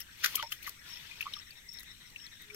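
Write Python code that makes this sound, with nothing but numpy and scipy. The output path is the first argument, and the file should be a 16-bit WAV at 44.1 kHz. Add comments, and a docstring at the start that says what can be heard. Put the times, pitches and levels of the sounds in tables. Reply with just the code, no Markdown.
"""Water slaps, streams and drips from a hand net dipped, lifted and shaken over shallows at night.
Tiny bubbles ring as damped oscillators, merging into spray and trickle; falling drops close larger ones
that sound single notes. A cricket chirps in threes with its wing strokes, a second answers faintly, and
distant frogs pulse their resonant throat sacs over the hiss of the night. A low tone swells at the end.
A small two-port microphone hears it all from close to the water."""
import sys
import numpy as np
from scipy import signal
from scipy.fft import rfft, irfft
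from scipy.io import wavfile
from scipy.ndimage import uniform_filter1d

SR = 44100
rng = np.random.default_rng(int(sys.argv[2]) if len(sys.argv) > 2 else 0)


def store_wav(level_fs):
    """Save 16-bit WAV to argv[1]."""
    pcm = np.round(np.clip(np.atleast_2d(level_fs), -1, 1) * 32767)
    wavfile.write(sys.argv[1], SR, pcm.T.astype(np.int16))


N = 112454

# spectrum of fine water spray: f/Hz, level/dB
SPRAY_SPECTRUM = [(4000, -10.5), (6400, 3), (7300, -6), (9500, -3.5), (11000, -1), (13300, 6.5),
                  (16400, -9)]


def amp(db):
    """Amplitude ratio of a level in decibels."""
    return 10 ** (np.asarray(db) / 20)


def unit_rms(x):
    """Normalisation to unit mean power."""
    return x / np.sqrt(np.mean(x ** 2) + 1e-20)


def curve_at(points, hz):
    """Interpolation on a logarithmic frequency axis."""
    f, value = np.transpose(points)
    return np.interp(np.log(hz + 1), np.log(f + 1), value)


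def add(mix, start_s, sound, early=0):
    """Superposition: the sound joins the mix `early` samples before start_s."""
    at = round(start_s * SR) - early
    part = mix[max(at, 0):][:len(sound) + min(at, 0)]
    part += sound[max(-at, 0):][:len(part)]


def coloured(x, spectrum):
    """Spectral shaping: x is weighted by the spectrum, silent outside it, at unit rms."""
    hz = np.fft.rfftfreq(len(x), 1 / SR)
    in_band = (hz > spectrum[0][0]) * (hz < spectrum[-1][0])
    return unit_rms(irfft(rfft(x) * amp(curve_at(spectrum, hz)) * in_band, len(x)))


def resonate(x, hz, width_hz):
    """Resonance by heterodyning: shift down, smooth twice, shift back; unit rms."""
    carrier = np.exp(2j * np.pi * hz * np.arange(len(x)) / SR)
    r = np.exp(-np.pi * width_hz / SR)
    baseband = signal.lfilter([(1 - r) ** 2], [1, -2 * r, r * r], x / carrier)
    return unit_rms((carrier * baseband).real)


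def bubble_cloud(per_s, spread_db, lo_hz, hi_hz, cycles, pitches):
    """Shot noise: tiny bubbles, a few of them strong, ring at random times with a rising pitch."""
    strength = amp(spread_db * np.minimum(rng.exponential(1, N), 5))
    births = strength * (rng.random(N) < per_s / SR)
    pitch_index, out = rng.integers(0, pitches, N), np.zeros(N)
    for k, hz in enumerate(np.geomspace(lo_hz, hi_hz, pitches)):
        age = np.arange(1200) / SR * hz / cycles
        ring = np.sqrt(hz) * age * np.exp(-3 * age) * np.sin(2 * np.pi * cycles * age * (1 + 0.012 * age))
        out += signal.oaconvolve(births * (pitch_index == k), ring)[:N]
    return out


def stream():
    """Incoherent summation: countless bubbles merge into spray and trickle as water leaves the mesh."""
    # water leaving the net: t/s, spray level/dB, trickle level/dB
    outflow = [(0, -54, -45.5), (.04, -99, -63.5), (.17, -64.5, -58.5), (0.213, -56, -48),
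               (.25, -74, -45.5), (.3, -48, -46.5), (.345, -53, -45), (0.408, -56, -45.5), (.45, -68, -58),
               (0.611, -69, -61.5), (0.662, -73, -48), (.71, -74, -57), (.81, -77, -67.5),
               (0.878, -57, -50.5), (1.0, -62, -53), (1.2, -65.5, -52), (1.38, -68, -53.5),
               (1.46, -71, -64.5), (2.55, -89, -62)]
    # spectrum of the trickle: f/Hz, level/dB
    trickle_spectrum = [(25, 7), (300, 1), (700, -6.5), (1050, -19), (1500, -10.5), (2400, 2), (4200, -2),
                        (4900, -4), (7000, -9.5)]
    fine = bubble_cloud(per_s=9000, spread_db=3, lo_hz=4940, hi_hz=15300, cycles=7.9, pitches=16)
    coarse = bubble_cloud(per_s=4500, spread_db=2.7, lo_hz=902.4, hi_hz=6930, cycles=16.3, pitches=24)
    spray = coloured(fine, SPRAY_SPECTRUM)
    wash = coloured(rng.standard_normal(N), trickle_spectrum)
    trickle = unit_rms(.75 * coloured(coarse, trickle_spectrum[2:]) + .25 * wash)
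    times, spray_db, trickle_db = np.transpose(outflow)
    t = np.arange(N) / SR
    return spray * amp(np.interp(t, times, spray_db)) + trickle * amp(np.interp(t, times, trickle_db))


def crickets():
    """Stridulation: a fuzzy, narrow-band whistle is amplitude-modulated once per wing stroke."""
    # chirps of the near cricket: onset t/s, duration/s, level/dB
    near_chirps = [(-.055, 0.079, -43), (0.427, 0.072, -50.5), (0.895, 0.091, -48.5), (1.321, 0.087, -49.5),
                   (1.679, 0.116, -48), (2.179, 0.086, -51), (2.533, .084, -50)]
    # single strokes of the far cricket: onset t/s
    far_onsets = [.115, .565, .785, 1.055, 1.155, 1.465, 1.565, 1.905, 2.055, 2.335]
    stroke_s, stroke_depth, far_db = .029, .8, -60.5
    whistle = resonate(rng.standard_normal(N), hz=5453, width_hz=220)
    envelope = np.zeros(N)
    for start, length, db in near_chirps + [(s, stroke_s, far_db) for s in far_onsets]:
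        t = np.arange(0, length, 1 / SR)
        strokes = 1 - stroke_depth * np.cos(np.pi * t / stroke_s) ** 4
        add(envelope, start, amp(db) * strokes * np.sin(np.pi * t / length) ** 0.057)
    return envelope * whistle


def night_hiss():
    """Random modulation: two uncorrelated hisses drift in level, in patches of time and frequency."""
    # spectrum of the night air: f/Hz, level/dB
    hiss_spectrum = [(36, 1), (130, -3.5), (400, -15.5), (700, -25), (1270, -21.5), (1940, -8), (2720, -21),
                     (3810, -8.5), (4700, -36), (5600, -9.5), (7000, -19.5), (8000, -13), (10000, -24.5),
                     (13500, -18), (16400, -32)]
    level_db, patch_db = -56, 6.5
    frames, hz = N // 256 + 5, np.fft.rfftfreq(1024, 1 / SR)
    re1, im1, re2, im2, patches = rng.standard_normal((frames, 513, 5)).T
    patches = unit_rms(uniform_filter1d(uniform_filter1d(patches, 12, axis=0), 10, axis=1))
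    # steadier below 1130 Hz and above 3500 Hz
    drift_db = patch_db * np.minimum(hz / 1130, 1) * np.minimum(3500 / (hz + 1), 1) ** 2
    gain = amp(curve_at(hiss_spectrum, hz)[:, None] + drift_db[:, None] * patches)
    spectra = np.array([re1 + 1j * im1, re2 + 1j * im2]) * gain
    return amp(level_db) * unit_rms(signal.istft(spectra, nperseg=1024, noverlap=768)[1][:, :N])


def slaps():
    """Impact noise: each slap is a broadband burst, bright hiss over a watery body, trailing spray."""
    # slaps and spits of water: t/s, treble peak level/dB, body level re treble/dB, T60/s
    impacts = [(0.0024, -33.5, -21, 0.021), (0.2374, -41, 16, 0.016), (0.2434, -22.5, 5.5, 0.025),
               (0.259, -23.5, 5.5, 0.015), (0.3548, -15.5, -46, 0.01), (0.4252, -37, 10.5, 0.0084),
               (0.5205, -30.5, -2, 0.026), (0.629, -41, -29, 0.032), (0.6718, -39, 1.5, 0.039),
               (0.6822, -35.5, -33, 0.0071), (0.6924, -30.5, -38, 0.0066), (1.2115, -38.5, 2.5, 0.02),
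               (1.734, -43, -25, 0.011), (1.794, -38.5, -18, 0.01), (1.803, -38, -30, 0.0048),
               (1.8305, -41.5, -7, 0.0082), (2.4184, -46, -14, 0.015), (2.5444, -39, -3.5, 0.0073)]
    # spectrum of a slap's body: f/Hz, level/dB
    body_spectrum = [(300, -26), (950, -40.5), (1200, -4), (1800, 1.5), (3500, -6), (6500, -7.5),
                     (7500, -13)]
    rise_ratio, tail_ratio = .55, 6.8  # multiples of the burst's T60
    tail_db, crest_db = -11, 5.5
    out, t = np.zeros(N), (np.arange(6144) - 1024) / SR
    for start, db, body_db, t60 in impacts:
        hiss = coloured(rng.standard_normal(len(t)), SPRAY_SPECTRUM)
        body = amp(body_db) * coloured(rng.standard_normal(len(t)), body_spectrum)
        age = (t - .002) / max(t60, .005)
        burst = np.where(age < 0, amp(60 * age / rise_ratio), amp(-60 * age))
        tail = np.clip(1 + age, 0, 1) * amp(tail_db - 60 * abs(age) / tail_ratio)
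        add(out, start, amp(db - crest_db) * (burst + tail) * (hiss + body), early=1024)
    return out


def drips():
    """Bubble resonance: each drop lands with a tick and traps air that rings briefly and unevenly."""
    # bubbles closed by falling drops: t/s, peak level/dB, f/Hz, T60/s
    bubbles = [(0.2463, -27, 1680, 0.014), (0.344, -37.5, 1060, 0.019), (0.355, -18, 3060, 0.0049),
               (0.369, -29.5, 2270, 0.013), (0.38, -39, 1250, 0.03), (0.391, -38, 3210, 0.024),
               (0.399, -33.5, 3040, 0.013), (0.395, -35.5, 1185, .04), (.408, -38, 2960, 0.028),
               (.427, -39.5, 920, 0.081), (.429, -49.5, 591, 0.066), (0.5208, -26, 2650, 0.011),
               (.525, -26.5, 3100, 0.011), (.627, -40, 2560, 0.017), (0.646, -43, 4300, .01),
               (.6645, -33.5, 2050, 0.017), (0.6698, -25.5, 1990, 0.0076), (0.675, -40, 1320, 0.011),
               (.677, -39.5, 1156, 0.023), (1.112, -42, 2470, 0.047), (1.209, -21, 2590, 0.013),
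               (1.227, -25, 2680, 0.013), (1.257, -38, 1110, 0.026), (1.2655, -32, 1160, 0.022),
               (1.277, -37, 1215, 0.019), (1.337, -30, 3780, 0.021), (1.339, -33, 3100, 0.018),
               (1.365, -47, 1188, 0.048), (1.508, -42.5, 4520, 0.012), (1.788, -39, 4100, 0.0068),
               (2.103, -43.5, 4470, 0.0033), (2.161, -30.5, 2630, 0.017), (2.2, -46, 2920, 0.019),
               (2.266, -41, 4200, .01), (2.501, -40, 2306, 0.045)]
    roughness, rough_cycles, rise_cycles, tick_t60_s = .36, 3, 2.3, .0072
    out, t = np.zeros(N), np.arange(6000) / SR
    for start, db, hz, t60 in bubbles:
        cycles, span = hz * t, int(rough_cycles * SR / hz)
        noise = rng.standard_normal((2, len(t)))
        re, im = unit_rms(uniform_filter1d(uniform_filter1d(noise, span), span))
        tone = np.real((1 + roughness * (re + 1j * im)) * np.exp(2j * np.pi * cycles))
        rise = 1 - np.exp(-(cycles / rise_cycles) ** 2)
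        fall = amp(db - 60 * (t / t60) ** 1.6)
        add(out, start - .001, rise * fall * tone)
        tick = coloured(rng.standard_normal(len(t)), SPRAY_SPECTRUM)
        tick_gain = amp(db - 6.5) * (hz / 4300) ** 4  # small, high drops tick the most
        add(out, start, tick_gain * amp(-60 * t / tick_t60_s) * tick)
    return out


def frogs():
    """Source and filter: uneven pulses excite the resonances of the throat sac under an arched level."""
    # croaks: onset t/s, duration/s, level/dB
    croaks = [(0.842, 0.17, -57), (1.407, 0.032, -52), (1.549, 0.054, -55), (1.736, 0.047, -52.5),
              (1.782, 0.044, -52), (1.853, 0.088, -52), (2, 0.028, -56), (2.244, 0.037, -54.5),
              (2.313, 0.033, -52), (2.389, 0.059, -52.5)]
    # resonances of the throat sac: f/Hz, width/Hz, level/dB
    sac_modes = [(1970, 440, 2), (3780, 290, 3.5)]
    pulse_hz, jitter, noise_share = 259.3, .0918, .38
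    out, t = np.zeros(N), np.arange(6000) / SR
    for start, length, db in croaks:
        wander, noise = rng.standard_normal((2, len(t)))
        cycles = np.cumsum(pulse_hz * (1 + jitter * unit_rms(uniform_filter1d(wander, 150)))) / SR
        pulses = unit_rms(np.diff(np.floor(cycles), prepend=0))
        drive = (1 - noise_share) * pulses + noise_share * noise
        sac = unit_rms(sum(amp(mode_db) * resonate(drive, hz, width) for hz, width, mode_db in sac_modes))
        arch = np.sin(np.pi * np.clip(t / length, 0, 1)) ** .5
        add(out, start, amp(db) * sac * arch)
    return out


def low_swell():
    """Exponential growth: a low pure tone rises out of the hiss at the very end."""
    # the tone: f/Hz, final level/dB, growth/(dB/s)
    tone = (418, -48, 300)
    hz, final_db, db_per_s = tone
    t = np.arange(N) / SR
    return amp(final_db + db_per_s * (t - t[-1])) * np.sin(2 * np.pi * hz * t)


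def scattered(x, t60):
    """Diffuse scattering: short random reflections from water and bodies, at unit energy."""
    taps = rng.standard_normal(4000) * amp(-60 * np.arange(4000) / SR / t60)
    return signal.oaconvolve(x, taps / np.linalg.norm(taps))[:N]


def ports(direct, unrelated, coherence, lean_db=0):
    """Partial coherence: two microphone ports share part of a sound, with their own colour and delay."""
    # imbalance of the ports: f/Hz, left level re right/dB
    imbalance = [(200, 0.5), (700, -2.5), (1290, 0.5), (2380, 10), (4400, 8.5), (8100, -6), (15000, 15)]
    left_lag_s = .0001
    hz = np.fft.rfftfreq(N, 1 / SR)
    shared = np.clip(curve_at(coherence, hz), 0, 1)
    left = rfft(direct)
    advanced = left * np.exp(2j * np.pi * hz * left_lag_s)
    right = shared * advanced + np.sqrt(1 - shared ** 2) * rfft(unrelated)
    tilt = amp(curve_at(imbalance, hz) + lean_db)
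    return irfft(np.array([left * tilt, right]) * 2 / (1 + tilt), N)


def scene():
    """Superposition at the ports: water, frogs and tone with their reflections, crickets, night hiss."""
    # likeness of the ports for the distinct sources: f/Hz, coherence
    source_coherence = [(1200, .9), (2500, .3)]
    # likeness of the ports for the night hiss: f/Hz, coherence
    hiss_coherence = [(40, 0.8), (150, 0.43), (700, 0.21), (2500, 0.077)]
    pair = [stream() + slaps() + drips() + frogs() + low_swell() for _ in range(2)]
    direct, other = (x + amp(-12) * scattered(x, t60=.05) for x in pair)
    shallows = ports(direct, scattered(other, t60=.0036), source_coherence)
    chirping = ports(crickets(), crickets(), source_coherence, lean_db=10)
    return shallows + chirping + ports(*night_hiss(), hiss_coherence)


def record(dry):
    """Band limiting: a linear-phase low-pass filter cuts off at 16 kHz."""
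    low_pass = signal.firwin(255, 16000, window=("kaiser", 9), fs=SR)
    return signal.oaconvolve(dry, low_pass[None], "same")


dry = scene()
out = record(dry)
store_wav(out)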